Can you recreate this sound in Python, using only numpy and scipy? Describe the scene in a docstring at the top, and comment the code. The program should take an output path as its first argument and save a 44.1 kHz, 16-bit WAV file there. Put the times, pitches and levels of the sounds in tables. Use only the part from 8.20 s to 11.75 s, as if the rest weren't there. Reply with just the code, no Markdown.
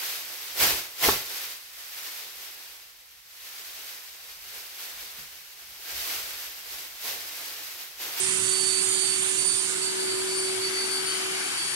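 """A steady whine and a broad airy hiss over a low hum: a router spindle idles at full speed in a workshop.
The shaft hums once per turn and the cooling fan whines at twelve times that rate, with an octave above.
Both are tones locked to one slightly wavering shaft angle; the cooling air is shaped stereo noise.
The microphone backs away from the table: tones swell and fade as it crosses their standing waves,
and the hiss moves from right to left."""
import sys
import numpy as np
from scipy import signal
from scipy.fft import rfft, irfft
from scipy.io import wavfile
from scipy.ndimage import uniform_filter1d

SR = 44100
rng = np.random.default_rng(int(sys.argv[2]) if len(sys.argv) > 2 else 0)


def master_out(mix):
    """Clip the mix to full scale and print it as 16-bit PCM to the path in sys.argv[1]."""
    frames = np.transpose(np.atleast_2d(mix))
    ceiling = np.clip(frames, -1, 1)
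    pcm = np.round(ceiling * 32767).astype(np.int16)
    wavfile.write(sys.argv[1], SR, pcm)


N = 156555

# Backing away from the spindle. Each row: time in seconds, distance from 0 near to 1 far.
DISTANCE = [(0, 0), (1.15, 0.094), (1.4, 0.19), (1.64, 0.23), (1.76, 0.57), (2.3, 0.62), (2.44, 0.77),
            (2.56, 0.84), (3.1, 0.95), (3.55, 0.81)]

# Hum of the shaft at the microphone. Each row: time in seconds, left and right level in dB.
HUM_LEVELS = [(0.0, -39.5, -36.5), (0.52, -37.5, -34.5), (0.96, -38.5, -37.0), (1.12, -38.5, -36.5),
              (1.36, -43.5, -39.5), (1.82, -35.5, -33.5), (1.98, -35.0, -32.0), (2.37, -36.0, -31.5),
              (2.57, -40.0, -35.5), (2.79, -38.5, -37.0), (2.93, -40.0, -39.0), (3.07, -38.5, -37.0),
              (3.2, -40, -39), (3.28, -45.5, -47), (3.39, -52.5, -47.0), (3.55, -53.5, -44.0)]
# Whine of the fan blades at the microphone. Each row: time in seconds, left and right level in dB.
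WHINE_LEVELS = [(0.0, -50.5, -43), (0.08, -43, -47.5), (0.18, -56.5, -44.5), (0.2, -54, -39),
                (0.32, -37.5, -31.5), (0.46, -39, -27.5), (0.58, -41, -25.5), (0.66, -37, -37.5),
                (0.74, -34, -31.5), (0.82, -48, -28.5), (0.96, -40.5, -31), (0.985, -44, -47),
                (1.08, -52, -42), (1.16, -46, -54), (1.185, -39.5, -34), (1.27, -38.5, -33),
                (1.3, -35.5, -30), (1.34, -37, -32), (1.37, -35.5, -44), (1.41, -35.5, -38),
                (1.49, -48, -40), (1.54, -54.5, -56), (1.6, -46, -52), (1.62, -41.5, -35),
                (1.675, -36.5, -30.5), (1.72, -38, -36), (1.755, -43, -45), (1.785, -39, -33),
                (1.825, -38.5, -34), (1.86, -46, -39), (1.885, -38, -30), (1.915, -39, -29.5),
                (1.965, -53, -37), (2.02, -42, -31.5), (2.055, -42.5, -47), (2.08, -38.5, -36),
                (2.16, -35, -37.5), (2.23, -40.5, -33.5), (2.29, -38.5, -33), (2.35, -34.5, -43.5),
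                (2.39, -37.5, -42.5), (2.41, -46.5, -34.5), (2.45, -31.5, -28), (2.49, -42, -31),
                (2.51, -43, -50), (2.55, -33.5, -34.5), (2.59, -32.5, -27.5), (2.63, -38, -30),
                (2.655, -54, -31), (2.675, -41.5, -43), (2.71, -32.5, -33), (2.78, -32, -30.5),
                (2.83, -37, -40), (2.89, -32, -33.5), (2.97, -34, -41), (3.0, -38, -45),
                (3.05, -38.5, -34.5), (3.09, -41.5, -45.5), (3.19, -45, -34.5), (3.23, -35.5, -39.5),
                (3.29, -45, -44), (3.31, -39.5, -40), (3.38, -42, -32), (3.42, -43, -30.5),
                (3.47, -36, -34), (3.5, -36, -40), (3.55, -41, -36.5)]
# Octave of the whine at the microphone. Each row: time in seconds, left and right level in dB.
OCTAVE_LEVELS = [(0.0, -47, -30.5), (0.12, -43.5, -30), (0.19, -51, -41), (0.22, -55, -29.5),
                 (0.36, -54, -30), (0.41, -43, -43), (0.48, -53, -30), (0.53, -48, -36), (0.58, -47.5, -30),
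                 (0.68, -42, -30), (0.95, -45, -28), (1.1, -47, -31), (1.16, -54, -40), (1.19, -43, -25),
                 (1.32, -47, -21), (1.44, -51.5, -28), (1.48, -45, -36), (1.52, -36, -37), (1.62, -56, -43),
                 (1.66, -44, -28), (1.7, -45, -40), (1.76, -44.5, -50), (1.84, -38, -34.5),
                 (1.93, -41, -40), (2.0, -39, -41), (2.06, -43, -48), (2.155, -41, -46),
                 (2.185, -28.5, -41), (2.25, -36, -46), (2.34, -43, -51), (2.37, -34, -40),
                 (2.41, -46, -55), (2.45, -34, -54), (2.5, -40, -54), (2.64, -39, -54), (2.665, -30, -51),
                 (2.7, -36, -52), (2.73, -30, -53), (2.81, -42, -50), (2.86, -32, -52), (2.95, -32, -53),
                 (3.04, -52, -57), (3.11, -39, -55), (3.23, -40, -50), (3.27, -49, -54),
                 (3.38, -38.5, -48.5), (3.41, -48, -55), (3.47, -35, -48.5), (3.55, -36.5, -50.5)]
# Lead of the left ear in the hum. 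Each row: time in seconds, lead in radians.
HUM_LEFT_LEAD = [(0, -1.65), (1.4, -1.85), (1.9, -1.8), (2.45, -1.1), (3.2, -1.7), (3.4, -2.6), (3.5, -1.3)]
# Lead of the left ear in the whine, swinging as an ear passes a node.
# Each row: time in seconds, lead in radians.
WHINE_LEFT_LEAD = [(0, -2.5), (.25, .2), (.5, .3), (.6, 1.5), (.66, 4.1), (.85, 4.4), (.88, 1), (1.34, 1.8),
                   (1.45, 2.2), (1.58, 3.5), (1.69, 1.8), (1.76, 3.5), (1.82, 2), (1.86, 3), (1.92, 2.2),
                   (2.02, 3.6), (2.11, .9), (2.3, 1.8), (2.38, 3.5), (2.44, 1.3), (2.6, 1.8), (2.81, 1.6),
                   (2.85, 4), (2.9, 5.9), (3.04, 2.4), (3.12, 3.3), (3.28, 1.4), (3.32, 4), (3.4, 2.3)]
# Lead of the left ear in the octave, which keeps turning as the microphone moves.
# Each row: time in seconds, lead in radians.
OCTAVE_LEFT_LEAD = [(0, 0), (3.55, 30)]
# Weaker shaft orders. Each row: multiple of the shaft rate, near left, near right, far left
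# and far right level in dB.
WEAK_ORDERS = [(6, -51.5, -56.5, -47.5, -50), (8, -64, -62.5, -57, -50.5), (13, -66, -55, -66, -70),
               (17, -65, -66, -65, -64), (19, -66, -47, -68, -67), (20, -61, -47, -60, -59),
               (21, -62, -61, -60, -59), (22, -64, -37.5, -58, -56), (36, -72, -67, -64, -62)]
# Faint wavering tones of the machine, unrelated to the shaft orders.
# Each row: frequency in Hz, level when near in dB.
FAINT_TONES = [(115, -61.5), (176, -57.5), (3607, -53), (8506, -51)]

# Rush of air and room noise, before the trim AIR_TRIM_DB. Each row: frequency in Hz, near left,
# near right, far left and far right level in dB per Hz.
AIR_COLOUR = [(30, -90.2, -90.5, -90.0, -89.8), (82, -88.5, -88.5, -88.0, -88.0),
              (102, -75.5, -75.5, -79.0, -79.0), (145, -78.5, -78.0, -84.1, -84.4),
              (175, -74.5, -74.5, -81.0, -81.0), (215, -74.7, -75.0, -80.0, -80.0),
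              (290, -74.0, -74.2, -72.5, -72.5), (345, -73.5, -72.5, -67.5, -66.5),
              (420, -76.0, -73.5, -73.8, -71.8), (540, -81.9, -78.3, -79.0, -79.0),
              (800, -79.6, -74.6, -75.6, -69.5), (1000, -74.8, -71.8, -73.6, -72.8),
              (1250, -72.9, -74.3, -68.5, -71.2), (1650, -68.8, -75.3, -66.3, -72.3),
              (2100, -67.7, -68.9, -65.9, -68.8), (2550, -70.0, -68.4, -67.3, -70.5),
              (3050, -68.7, -66.0, -70.1, -65.7), (3500, -70.4, -66.0, -71.4, -70.3),
              (4000, -73.0, -67.6, -71.5, -74.1), (4800, -75.5, -67.4, -71.6, -69.8),
              (5500, -79.2, -68.4, -73.2, -70.5), (6300, -78.9, -65.5, -74.4, -71.0),
              (6900, -76.6, -62.2, -71.8, -71.3), (7700, -75.0, -59.0, -69.8, -72.9),
              (8500, -72.7, -57.3, -68.7, -78.0), (9200, -68.0, -56.3, -64.1, -79.3),
              (9900, -73.1, -62.6, -66.9, -83.1), (10700, -79.2, -69.8, -72.8, -87.2),
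              (12200, -82.3, -80.3, -79.9, -85.4), (13200, -94.1, -88.8, -85.2, -88.0),
              (14500, -100.5, -111.5, -93.9, -96.2)]
# Boost of the hiss band as the microphone crosses the air jet's beam.
# Each row: time in seconds, left and right boost in dB.
HISS_BOOST = [(0, 1, 0.5), (.6, -1, 1), (1.12, 0, 1.5), (1.32, -3, 2), (1.55, -1, 1.5), (1.8, 3, 0.5),
              (1.98, 1.5, 1.5), (2.17, 3, 0.5), (2.45, 0.5, -1), (2.68, 1.5, -4), (3.05, -0.5, -1),
              (3.55, 3.5, -0.5)]
# Boost of the middle of the rush. Each row: time in seconds, left and right boost in dB.
RUSH_BOOST = [(0, 1, .5), (.55, -1, 0), (1.1, 1.5, -0.5), (1.3, -1.5, -4), (2.0, -2, -3), (2.7, 0, -2),
              (2.95, 0.5, -0.5), (3.25, 1, 0.5), (3.55, 1, -3.5)]
# Boost of the lower edge of the hiss. Each row: time in seconds, left and right boost in dB.
EDGE_BOOST = [(0, 0, 1.5), (.65, 0, 0), (1.35, 0, 0), (1.75, -.5, -3), (2.03, -.5, -5), (2.4, .5, 0),
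              (3.55, -1, 0)]
# Narrow bands of the rush that briefly swell or dip.
# Each row: time in seconds, frequency in Hz, left and right boost in dB.
BRIEF_SWELLS = [(0.21, 150, 5.5, 6.5), (0.33, 2230, -9, -5), (2.97, 3070, 1, 7.5), (3.22, 2350, 2, 8.5),
                (3.18, 860, -5, 3.5), (3.47, 3300, 0, 6)]
# Likeness of the air noise at the two microphone ports. Each row: frequency in Hz, likeness from 0 to 1.
PORT_LIKENESS = [(30, 1), (110, 1), (400, 1), (650, 0.3), (1150, 0.69), (1650, 0.53), (2000, 0.51),
                 (3000, 0.29), (5000, 0.081), (14000, 0.11)]
# Lead of the left port in the shared air noise. Each row: frequency in Hz, lead in radians.
PORT_LEAD = [(30, 0), (120, -.05), (200, -.3), (290, -1), (378, -1.45), (600, -1.7), (900, -.9),
             (1550, -.9), (1850, -2.6), (2400, -2.9), (3200, -3.6), (4500, -5), (9000, -11)]

SHAFT_HZ, BLADES = 377.85, 12
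SPEED_WOBBLE, WOBBLE_HZ = .00025, 7.6  # rms fraction of the speed, and its rate
HUM_SCATTER, WHINE_SCATTER, OCTAVE_SCATTER = .05, .13, .34  # scattered part relative to the steady part
SCATTER_HZ, ORDER_FADING_HZ = 22.7, 7.6
PATH_SWAY_M, SWAY_HZ, SOUND_M_PER_S = .009, 2.5, 343

HISS_HZ, HISS_WIDTH_HZ = 8800, 2400
RUSH_HZ, RUSH_WIDTH_HZ = 2500, 1400
EDGE_HZ, EDGE_WIDTH_HZ = 6200, 1100
SWELL_S, SWELL_WIDTH_HZ = 0.14, 133
RUMBLE_TOP_HZ, RUMBLE_SURGE_DB, RUMBLE_SURGE_HZ = 110, 3.5, 7
AIR_TRIM_DB, PATCHY_DB, RIPPLE_DB = -0.71, 1.31, 2
CHOP = 0.027  # peak depth of the shaft's chop in the air, as a fraction
CUTOFF_HZ = 14900


def amp(db):
    """Decibels to gain."""
    return 10 ** (np.asarray(db) / 20)


def unit(x):
    """Scales to rms 1."""
    return x / np.sqrt(np.mean(abs(x) ** 2) + 1e-20)


def curve(table, t):
    """Every column of a table, read at the times t."""
    at, *columns = np.transpose(table)
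    return np.array([np.interp(t, at, column) for column in columns])


def spectrum(table, hz):
    """Every column of a table, read on a log-frequency axis."""
    at, *columns = np.transpose(table)
    return np.array([np.interp(np.log(hz + 1), np.log(at + 1), column) for column in columns])


def drift(rate_hz):
    """Slow random motion of rms 1, up to about the given rate."""
    hz = np.fft.rfftfreq(N, 1 / SR)
    lowpass = 1 / (1 + (hz / rate_hz) ** 2)
    return unit(irfft(rfft(rng.standard_normal(N)) * lowpass, N))


def fading(rate_hz):
    """Randomly wandering strength and phase for each ear."""
    return np.array([unit(drift(rate_hz) + 1j * drift(rate_hz)) for ear in range(2)])


def blotches(shape, frames_count, bins_count):
    """A smooth random field of rms 1 over time and frequency."""
    field = rng.standard_normal(shape)
    field = uniform_filter1d(field, frames_count, axis=1, mode="wrap")
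    return unit(uniform_filter1d(field, bins_count, axis=2, mode="wrap"))


def band_boost(table, t, hz, centre_hz, width_hz):
    """A moving boost in dB for each ear, shaped as a bell over frequency."""
    bell = np.exp(-((hz - centre_hz) / width_hz) ** 2)
    return curve(table, t)[..., None] * bell


def port_noise(frames_count, hz):
    """Noise spectra at two spaced ports: part shared with a phase lead, part independent."""
    a, b, c, d = rng.standard_normal((4, frames_count, len(hz)))
    likeness = np.clip(spectrum(PORT_LIKENESS, hz), 0, 1)
    right = a + 1j * b
    shared = likeness * right * np.exp(1j * spectrum(PORT_LEAD, hz))
    left = shared + np.sqrt(1 - likeness ** 2) * (c + 1j * d)
    return np.array([left, right])


def air_levels(t, hz):
    """Colour of the air in dB per Hz: it follows distance and shifting reflections, in uneven patches."""
    near, far = np.split(spectrum(AIR_COLOUR, hz)[:, None], 2)
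    db = AIR_TRIM_DB + near + (far - near) * curve(DISTANCE, t)[..., None]
    db = db + band_boost(HISS_BOOST, t, hz, HISS_HZ, HISS_WIDTH_HZ)
    db = db + band_boost(RUSH_BOOST, t, hz, RUSH_HZ, RUSH_WIDTH_HZ)
    db = db + band_boost(EDGE_BOOST, t, hz, EDGE_HZ, EDGE_WIDTH_HZ)
    # the low rumble comes in lumps
    surge = np.interp(t, np.arange(N) / SR, drift(RUMBLE_SURGE_HZ))
    db = db + RUMBLE_SURGE_DB * surge[:, None] * np.exp(-(hz / RUMBLE_TOP_HZ) ** 4)
    for s, centre_hz, *swell_db in BRIEF_SWELLS:
        from_peak = ((t[:, None] - s) / SWELL_S) ** 2
        from_centre = ((hz - centre_hz) / SWELL_WIDTH_HZ) ** 2
        db = db + np.multiply.outer(swell_db, np.exp(-from_peak - from_centre))
    db = db + PATCHY_DB * blotches(db.shape, frames_count=8, bins_count=18)
    return db + RIPPLE_DB * blotches(db.shape, frames_count=50, bins_count=3)


def air(angle, size=2048):
    """Turbulent cooling air: coloured noise, lightly chopped once and twice per shaft turn."""
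    hop = size // 4
    t = np.arange(N // hop + 5) * hop / SR
    hz = np.fft.rfftfreq(size, 1 / SR)
    frames = port_noise(len(t), hz) * amp(air_levels(t, hz))
    noise = signal.istft(frames, nperseg=size, noverlap=size - hop, time_axis=1, freq_axis=2)[1][:, :N]
    per_hz = np.sqrt(1.5 * SR / size)  # makes the levels read as dB per Hz
    chop = 1 + CHOP * (np.cos(angle) + np.cos(2 * angle)) / 2
    return per_hz * noise * chop


def side_tones(waver_hz=6, far_db=-6):
    """Faint tones, alike in both ears, that waver and recede with distance."""
    t = np.arange(N) / SR
    tones = 0
    for hz, db in FAINT_TONES:
        wave = fading(waver_hz)[0] * np.exp(2j * np.pi * hz * t)
        tones = tones + amp(db) * np.sqrt(2) * wave.real
    return tones * amp(far_db * curve(DISTANCE, t))


def weak_orders(angle):
    """Weaker multiples of the shaft rate, fading in and out and changing level with distance."""
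    away = curve(DISTANCE, np.arange(N) / SR)[0]
    out = 0
    for multiple, *levels_db in WEAK_ORDERS:
        near, far = np.split(np.array(levels_db)[:, None], 2)
        wave = fading(ORDER_FADING_HZ) * np.exp(1j * round(multiple) * angle)
        out = out + np.sqrt(2) * wave.real * amp(near + (far - near) * away)
    return out


def tone(angle, multiple, levels, leads, scatter):
    """One shaft order: its path sways with the hand, and moving air scatters a part of it."""
    t = np.arange(N) / SR
    gain = amp(curve(levels, t))
    lead = curve(leads, t)[0]
    # the weaker ear shifts most in phase
    right_share = gain[1] ** 2 / (gain ** 2).sum(0)
    left_phase = np.cumsum(np.diff(lead, prepend=0) * right_share)
    ear_phases = np.array([left_phase, left_phase - lead])
    sway = 2 * np.pi * multiple * SHAFT_HZ * PATH_SWAY_M * drift(SWAY_HZ) / SOUND_M_PER_S
    steady = np.exp(1j * (sway + ear_phases))
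    wave = unit(steady + scatter * fading(SCATTER_HZ)) * np.exp(1j * multiple * angle)
    return np.sqrt(2) * wave.real * gain


def spindle(angle):
    """Shaft hum once per turn, fan whine once per blade with its octave, and the weaker orders."""
    hum = tone(angle, 1, HUM_LEVELS, HUM_LEFT_LEAD, HUM_SCATTER)
    whine = tone(angle, BLADES, WHINE_LEVELS, WHINE_LEFT_LEAD, WHINE_SCATTER)
    octave = tone(angle, 2 * BLADES, OCTAVE_LEVELS, OCTAVE_LEFT_LEAD, OCTAVE_SCATTER)
    return hum + whine + octave + weak_orders(angle)


def scene():
    """One slightly wavering shaft speed drives the shaft tones and the chop in the air."""
    speed_hz = SHAFT_HZ * (1 + SPEED_WOBBLE * drift(WOBBLE_HZ))
    angle = 2 * np.pi * np.cumsum(speed_hz) / SR
    return air(angle) + side_tones() + spindle(angle)


def record(dry):
    """The recorder's band limit: a steep low-pass filter."""
    taps = signal.firwin(511, CUTOFF_HZ, window=("kaiser", 9), fs=SR)
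    return signal.oaconvolve(dry, taps[None], "same")


dry = scene()
out = record(dry)
master_out(out)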